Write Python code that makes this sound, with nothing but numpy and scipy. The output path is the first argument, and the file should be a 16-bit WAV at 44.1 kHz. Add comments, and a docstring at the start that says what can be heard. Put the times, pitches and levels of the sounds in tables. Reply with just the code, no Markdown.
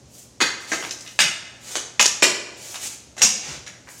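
"""Stick and puck in a bare garage

A child handles a puck with a hockey stick on a hard floor: the blade clacks as clicks with noisy chatter and ringing modes.
Gritty noise scrapes between touches and sweeps into a shot, whose noise crashes ring and rattle metal modes.
Low noise bursts are the thuds of feet, shaped noise and a sine are the air and its faint hum.
A muffled direct path and a dense random tail give reverberation to all but the background, which stays dry."""
import sys
import numpy as np
from scipy import signal
from scipy.io import wavfile
from scipy.ndimage import uniform_filter1d

SR = 44100
rng = np.random.default_rng(int(sys.argv[2]) if len(sys.argv) > 2 else 0)


def unload_audio(sound):
    """Save the sound as a 16-bit wav file, at the path given as the first command line argument."""
    columns = np.transpose(np.atleast_2d(sound))
    # keep every value between -1 and 1, then stretch to whole-number steps
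    steps = np.round(np.clip(columns, -1, 1) * 32767)
    wavfile.write(sys.argv[1], SR, steps.astype(np.int16))


N = 176400


def amp(db):
    """Decibels to gain."""
    return 10 ** (np.asarray(db) / 20)


def unit(x):
    """Scales a sound to energy 1."""
    return x / np.sqrt(np.sum(x ** 2) + 1e-20)


def read(points, hz):
    """Reads a (Hz, value) table on a log-frequency axis."""
    f, value = np.transpose(points)
    return np.interp(np.log(hz + 1), np.log(f), value)


def add(mix, s, sound):
    """Mixes a sound in at a time in seconds, cut at the end of the mix."""
    part = mix[max(round(s * SR), 0):][:len(sound)]
    part += sound[:len(part)]


def colour(x, *tables, size=4096):
    """Minimum-phase filter from the sum of (Hz, dB) tables, so that no sound precedes its cause."""
    hz = abs(np.fft.fftfreq(size, 1 / SR))
    total_db = sum(read(table, hz) for table in tables)
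    log_gain = np.log(amp(total_db))
    spectrum = np.exp(np.conj(signal.hilbert(log_gain)))
    taps = np.fft.ifft(spectrum).real[:size // 2]
    return signal.fftconvolve(x, taps)[:len(x)]


def ring(modes, t):
    """Resonant modes as dying sines of random phase, each with the energy of its dB value."""
    out = np.zeros(len(t))
    for hz, db, t60_s in modes:
        u = t[t < t60_s]
        decay = np.exp(-np.log(1000) * u / t60_s)
        tone = np.sin(2 * np.pi * (hz * u + rng.random()))
        add(out, 0, amp(db) * unit(decay * tone))
    return out


def room(x, room_db=0):
    """Muffled straight path, a cluster of ceiling reflections and a random tail that dies band by band."""
    # reverberation time: frequency_hz, t60_s
    reverb_t60 = [(100, 0.5), (260, 1.1), (700, 1.34), (1840, 0.98), (4850, 0.8738), (7000, 0.7248),
                  (10000, 0.6), (15000, .3)]
    # muffling of the straight path: frequency_hz, gain_db
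    direct_colour = [(100, -11.5), (1000, -2), (3000, -5.5), (6000, -11), (9000, -13), (16000, -27)]
    base_db, near_db, near_decay_s = -0.5, 7.5, 0.071
    early_db, early_s, early_width_s = 9, 0.015, 0.0029
    reflections_per_s, onset_s = 5000, 0.0028
    t = np.arange(SR * 3 // 4) / SR
    # every call draws new reflections
    taps = rng.choice([-1., 1.], len(t)) * (rng.random(len(t)) < reflections_per_s / SR)
    near = amp(near_db) * np.exp(-t / near_decay_s)
    early = amp(early_db) * np.exp(-((t - early_s) / early_width_s) ** 2)
    taps *= np.minimum(t / onset_s, 1) * (1 + near + early)
    # the decay is applied to each band of the spectrogram
    hz, at_s, z = signal.stft(taps, SR, nperseg=256)
    decay = amp(-60 * at_s / read(reverb_t60, hz)[:, None])
    tail = signal.istft(z * decay, SR, nperseg=256)[1]
    reflected = signal.fftconvolve(x, unit(tail))[:len(x)]
    return colour(x, direct_colour) + amp(base_db + room_db) * reflected


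def background():
    """Still room air as steady coloured noise, with a faint mains hum as one sine."""
    # spectrum of the air, relative: frequency_hz, density_db (per Hz)
    air_colour = [(15, -56), (25, -68), (55, -1), (120, -8.5), (190, -6.5), (263, -5.5), (451, -12.5),
                  (531, -11), (1370, -25.5), (3250, -24.5), (3620, -25.5), (6560, -18), (16000, -50)]
    air_db, hum_db, hum_hz = -52, -59.5, 120  # RMS levels
    air = unit(colour(rng.standard_normal(N), air_colour)) * np.sqrt(N)
    hum = np.sqrt(2) * np.sin(2 * np.pi * hum_hz * np.arange(N) / SR)
    return amp(air_db) * air + amp(hum_db) * hum


def thumps():
    """Footfalls and dull thumps: soft, low blows on the floor as short decaying noise."""
    # blows: start_s, relative_level_db
    blows = [(0.023, 3), (.055, -8), (3.041, -1), (3.225, 8), (3.317, -20), (3.482, 9.5), (3.556, 5),
             (3.6, -4), (3.709, 2.5)]
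    # dull spectrum of a blow: frequency_hz, gain_db
    thump_colour = [(30, -25), (60, 2), (160, -0.5), (300, -15), (700, -34), (2000, -35), (16000, -63)]
    base_db, decay_s = 3.5, 0.01
    out, t = np.zeros(N), np.arange(SR // 4) / SR
    for s, db in blows:
        burst = unit(rng.standard_normal(len(t)) * np.exp(-t / decay_s))
        add(out, s, amp(base_db + db) * colour(burst, thump_colour))
    return out


def scrapes():
    """Blade and shoes drag over the floor: dense grit under a stroke that swells and lifts off."""
    # strokes: start_s, rise_s, release_s, level_db, body_db (tilts low mids against treble)
    strokes = [(.06, 0.11, 0.13, -46, -8.5), (0.581, 0.03, 0.063, -43, 0), (.65, 0.043, 0.18, -35, 0.5),
               (.79, 0.033, 0.082, -40, -6), (.97, 0.019, 0.41, -49, -5), (1.561, 0.17, 0.049, -34, -1.5),
               (2.531, 0.13, 0.26, -36, -4), (2.77, 0.068, 0.05, -27.5, -3.5),
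               (2.86, 0.054, 0.048, -37, -3), (3.196, 0.029, 0.011, -21.5, 5.5),
               (3.39, 0.096, 0.12, -34.5, 7), (3.85, 0.061, 0.38, -45.5, -9.5)]
    # spectrum of the grit: frequency_hz, gain_db
    scrape_colour = [(60, -38), (250, -6), (600, -5), (1200, -8.5), (2500, -3.5), (5000, -1.5), (6800, 4),
                     (8000, -2), (10500, -10.5), (16000, -18)]
    grains_per_s, grain_db = 1200, 5
    out = np.zeros(N)
    for s, rise_s, release_s, db, body_db in strokes:
        t = np.arange(0, rise_s + release_s, 1 / SR)
        sign, size, chance = rng.standard_normal(SR), rng.exponential(1, SR), rng.random(SR)
        # sparse larger grains stand out of fine noise
        grains = amp(grain_db * np.minimum(size, 4)) * (chance < grains_per_s / SR)
        grit = sign * (.5 + grains)
        tilt = [(1500, body_db), (6500, 0), (12000, -.9 * body_db)]
        hiss = unit(colour(grit, scrape_colour, tilt)) * np.sqrt(SR)
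        swell = np.interp(t, [0, rise_s, rise_s + release_s], [0, 1, 0])
        stroke = np.sin(np.pi / 2 * swell) ** 2
        add(out, s, amp(db) * stroke * hiss[:len(t)])
    return out


def shot():
    """The puck crashes into metal as noise bursts; the metal's modes ring on and rattle."""
    # two crashes in quick succession: start_s, relative_level_db
    crashes = [(3.2162, 3), (3.2285, -8.5)]
    # spectrum of a crash: frequency_hz, gain_db
    crash_colour = [(40, -13), (110, -12), (210, 1), (330, -31), (500, -13), (1100, -14.5), (2400, -4.5),
                    (4500, -4.5), (6400, 8), (7500, 1), (9000, -10), (16000, -24)]
    # modes of the struck metal: frequency_hz, relative_level_db, t60_s
    metal_modes = [(2261, 6, 0.52), (2455, 6, 0.3), (3440, -2.5, 0.35), (4850, -21, 0.28), (5650, -12, .3),
                   (6100, 10, 0.18), (6100, 5, 0.38), (6345, 2, .7), (6700, 7, 0.36), (6717, 4, 0.46),
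                   (6960, 1, .4), (7376, 1, .4)]
    crash_db, rise_s, decay_s, crash_room_db = 26.5, 0.0041, 0.003, -3.5
    metal_db, metal_room_db = 13.5, -11
    # the shaking peaks at a time in the scene
    shake_s, shake_width_s, shakes_per_s, shake_db = 3.45, 0.084, 150, 5
    out, t = np.zeros(N), np.arange(SR) / SR
    for s, db in crashes:
        crash = rng.standard_normal(SR) * np.minimum(t / rise_s, 1) ** 2 * np.exp(-t / decay_s)
        add(out, s, amp(crash_db + db) * room(colour(unit(crash), crash_colour), crash_room_db))
    struck_s = crashes[0][0] + rise_s
    metal = unit(ring(metal_modes, t))
    # small random blows, strongest around shake_s, excite the same modes again
    blows = rng.standard_normal(SR) * (rng.random(SR) < shakes_per_s / SR)
    rattle = blows * np.exp(-((t + struck_s - shake_s) / shake_width_s) ** 2)
    shaken = signal.fftconvolve(rattle, metal)[:SR]
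    add(out, struck_s, room(amp(metal_db) * metal + amp(shake_db) * unit(shaken), metal_room_db))
    return out


def knocks():
    """Click, chatter and blade modes favoured near each blow's ring centre; reflections drawn at random."""
    # touches, levels relative: start_s, level_db, chatter_decay_s, bass_db, body_db, treble_db,
    # blade_ring_db, ring_centre_hz, room_db
    touches = [(0.4038, -8, 0.0049, 8, 2.5, -2.5, 2.5, 1870, 1.5),
               (0.4128, -4, 0.0025, -6, -2, -8.5, 0, 4530, 0),
               (.7180, -11.5, 0.0055, 12, 11, -3.5, 3, 1780, -1),
               (0.735, -16, 0.0016, -8, 9, 0, 3, 1680, -6), (.7440, -19, 0.0014, 12, 4, 2, -20, 1700, -3.5),
               (0.8263, -14.5, 0.00079, 1, 0.5, -14.5, -28, 1700, 1),
               (.8500, -20, 0.0028, 17, 8, 1, -16, 1700, -6),
               (0.8943, -24.5, 0.001, -6, -24, 5.5, -23, 2980, -8),
               (.9095, -25, .004, 0, -15, 17.5, 1, 2900, -9.5),
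               (1.008, -39, 0.0042, -29, -4, 23, -33, 2900, -14),
               (1.064, -25.5, .0015, 10, -15, -7, -10, 2950, -1),
               (1.0765, -26, 0.0019, -7, -6, 3, 3, 2930, -8.5), (1.19, 2, 0.0055, -2.5, 1, 0, -5, 2380, -4),
               (1.2040, -3.5, 0.0016, -4, -10, 2, -2, 2800, 0),
               (1.7554, -11.5, 0.00054, 12, 8.5, 4, -5, 3000, -3),
               (1.9948, 2.5, 0.015, 1, 9, 3, -4, 2420, -8.5),
               (2.0120, 0, 0.0029, -5, -14, 2.5, -2, 6650, -7),
               (2.0451, -12.5, 0.00021, 5, -12, 4, -19, 4000, -3),
               (2.0580, -16.5, 0.0028, 19, 16, 24.5, 5, 5800, -33),
               (2.0630, -15, 0.004, 19.5, -12, 22.5, 12.5, 6250, -16.5),
               (2.2231, -10.5, 0.0023, 19, -4, 9.5, -1.5, 2840, 1.5),
               (2.2256, 2, 0.0056, 9, 2.5, -0.5, -33, 3350, -2.5),
               (2.7440, -26, 0.0013, 8, 10, -0.5, -9, 2970, 2.5),
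               (3.167, -31.5, 0.0037, 13, 14, 1, -5, 2000, 1.5),
               (3.1790, -27.5, 0.004, 17.5, -5, 6, 4, 1930, 0.5),
               (3.6650, -29, .002, 8, 0, 3.5, -15, 2500, 0), (3.6731, -25, 0.0016, 5, 2, -24, -15, 2620, 2),
               (3.8735, -34.5, 0.0014, 0, 9.5, -15, -14, 2530, 5.5),
               (3.889, -39.5, 0.0024, 23, -8, 11.5, -11, 2500, -11)]
    # spectrum of a knock: frequency_hz, gain_db
    knock_colour = [(50, -49), (140, -11.5), (300, -11.5), (700, -9), (1100, -8.5), (1700, -1.5),
                    (2800, -0.5), (4500, -3), (6800, 0), (8500, -10.5), (11000, -17.5), (16000, -31)]
    # modes of the blade: frequency_hz, relative_level_db, t60_s
    blade_modes = [(1280, -4.5, 0.17), (1596, -2.5, 0.059), (1760, -5.5, 0.023), (2066, -2, 0.12),
                   (2538, -1.5, 0.059), (2830, -14, 0.19), (2960, -5, .12), (3660, -11, 0.042),
                   (4060, -3.5, 0.074), (4506, -4, 0.02), (5750, 0, 0.1), (6520, 4, 0.02),
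                   (6730, -16, 0.066)]
    base_db, ring_base_db, ring_width_octaves = 25.5, -10, 0.26
    chatter_base_db, chatter_reference_s = 5, 0.0029  # longer chatter is stronger against the click
    out, t = np.zeros(N), np.arange(SR * 3 // 4) / SR
    for s, db, chatter_s, bass_db, body_db, treble_db, ring_db, centre_hz, room_db in touches:
        chatter = unit(rng.standard_normal(len(t)) * np.exp(-t / chatter_s))
        contact = amp(chatter_base_db) * chatter_s / chatter_reference_s * chatter
        contact[0] += 1  # the click
        tone = [(190, 0.0092), (340, bass_db), (750, body_db), (2000, 0), (5500, treble_db)]
        crack = colour(unit(contact), knock_colour, tone)
        # modes away from the centre are weaker, by 14 dB at most
        modes = []
        for hz, mode_db, t60_s in blade_modes:
            distance = abs(np.log2(hz / centre_hz)) / ring_width_octaves
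            modes.append((hz, mode_db - 7 * min(distance, 2), t60_s))
        blade = amp(ring_base_db + ring_db) * ring(modes, t)
        add(out, s, amp(base_db + db) * room(crack + blade, room_db))
    return out


def scene():
    """Scrapes and thumps share one reverberant tail; knocks and shot have their own; background stays dry."""
    moves = room(scrapes() + thumps())
    return (knocks() + shot() + moves + background())[None]


def record(dry):
    """Low cut, quick 2:1 compression of peaks, soft overload and a band limit."""
    low_cut_hz, edge_hz, clip_level = 59, 15900, .85
    threshold_db, detector_fall_db_per_s = -1, 138
    low_cut = signal.butter(N=4, Wn=low_cut_hz, btype="high", fs=SR, output="sos")
    dry = signal.sosfilt(low_cut, dry)
    level_db = 20 * np.log10(abs(dry[0]) + 1e-9)
    # peak detector: jumps up at once, falls at a steady rate
    fall_db = np.arange(N) * detector_fall_db_per_s / SR
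    peak_db = np.maximum.accumulate(level_db + fall_db) - fall_db
    over_db = np.maximum(peak_db - threshold_db, 0)
    held = dry * amp(-.5 * uniform_filter1d(over_db, size=64))
    held = held / (1 + (held / clip_level) ** 6) ** (1 / 6)
    band_limit = signal.firwin(511, edge_hz, window=("kaiser", 9), fs=SR)
    return signal.oaconvolve(held, band_limit[None], "same")


dry = scene()
out = record(dry)
unload_audio(out)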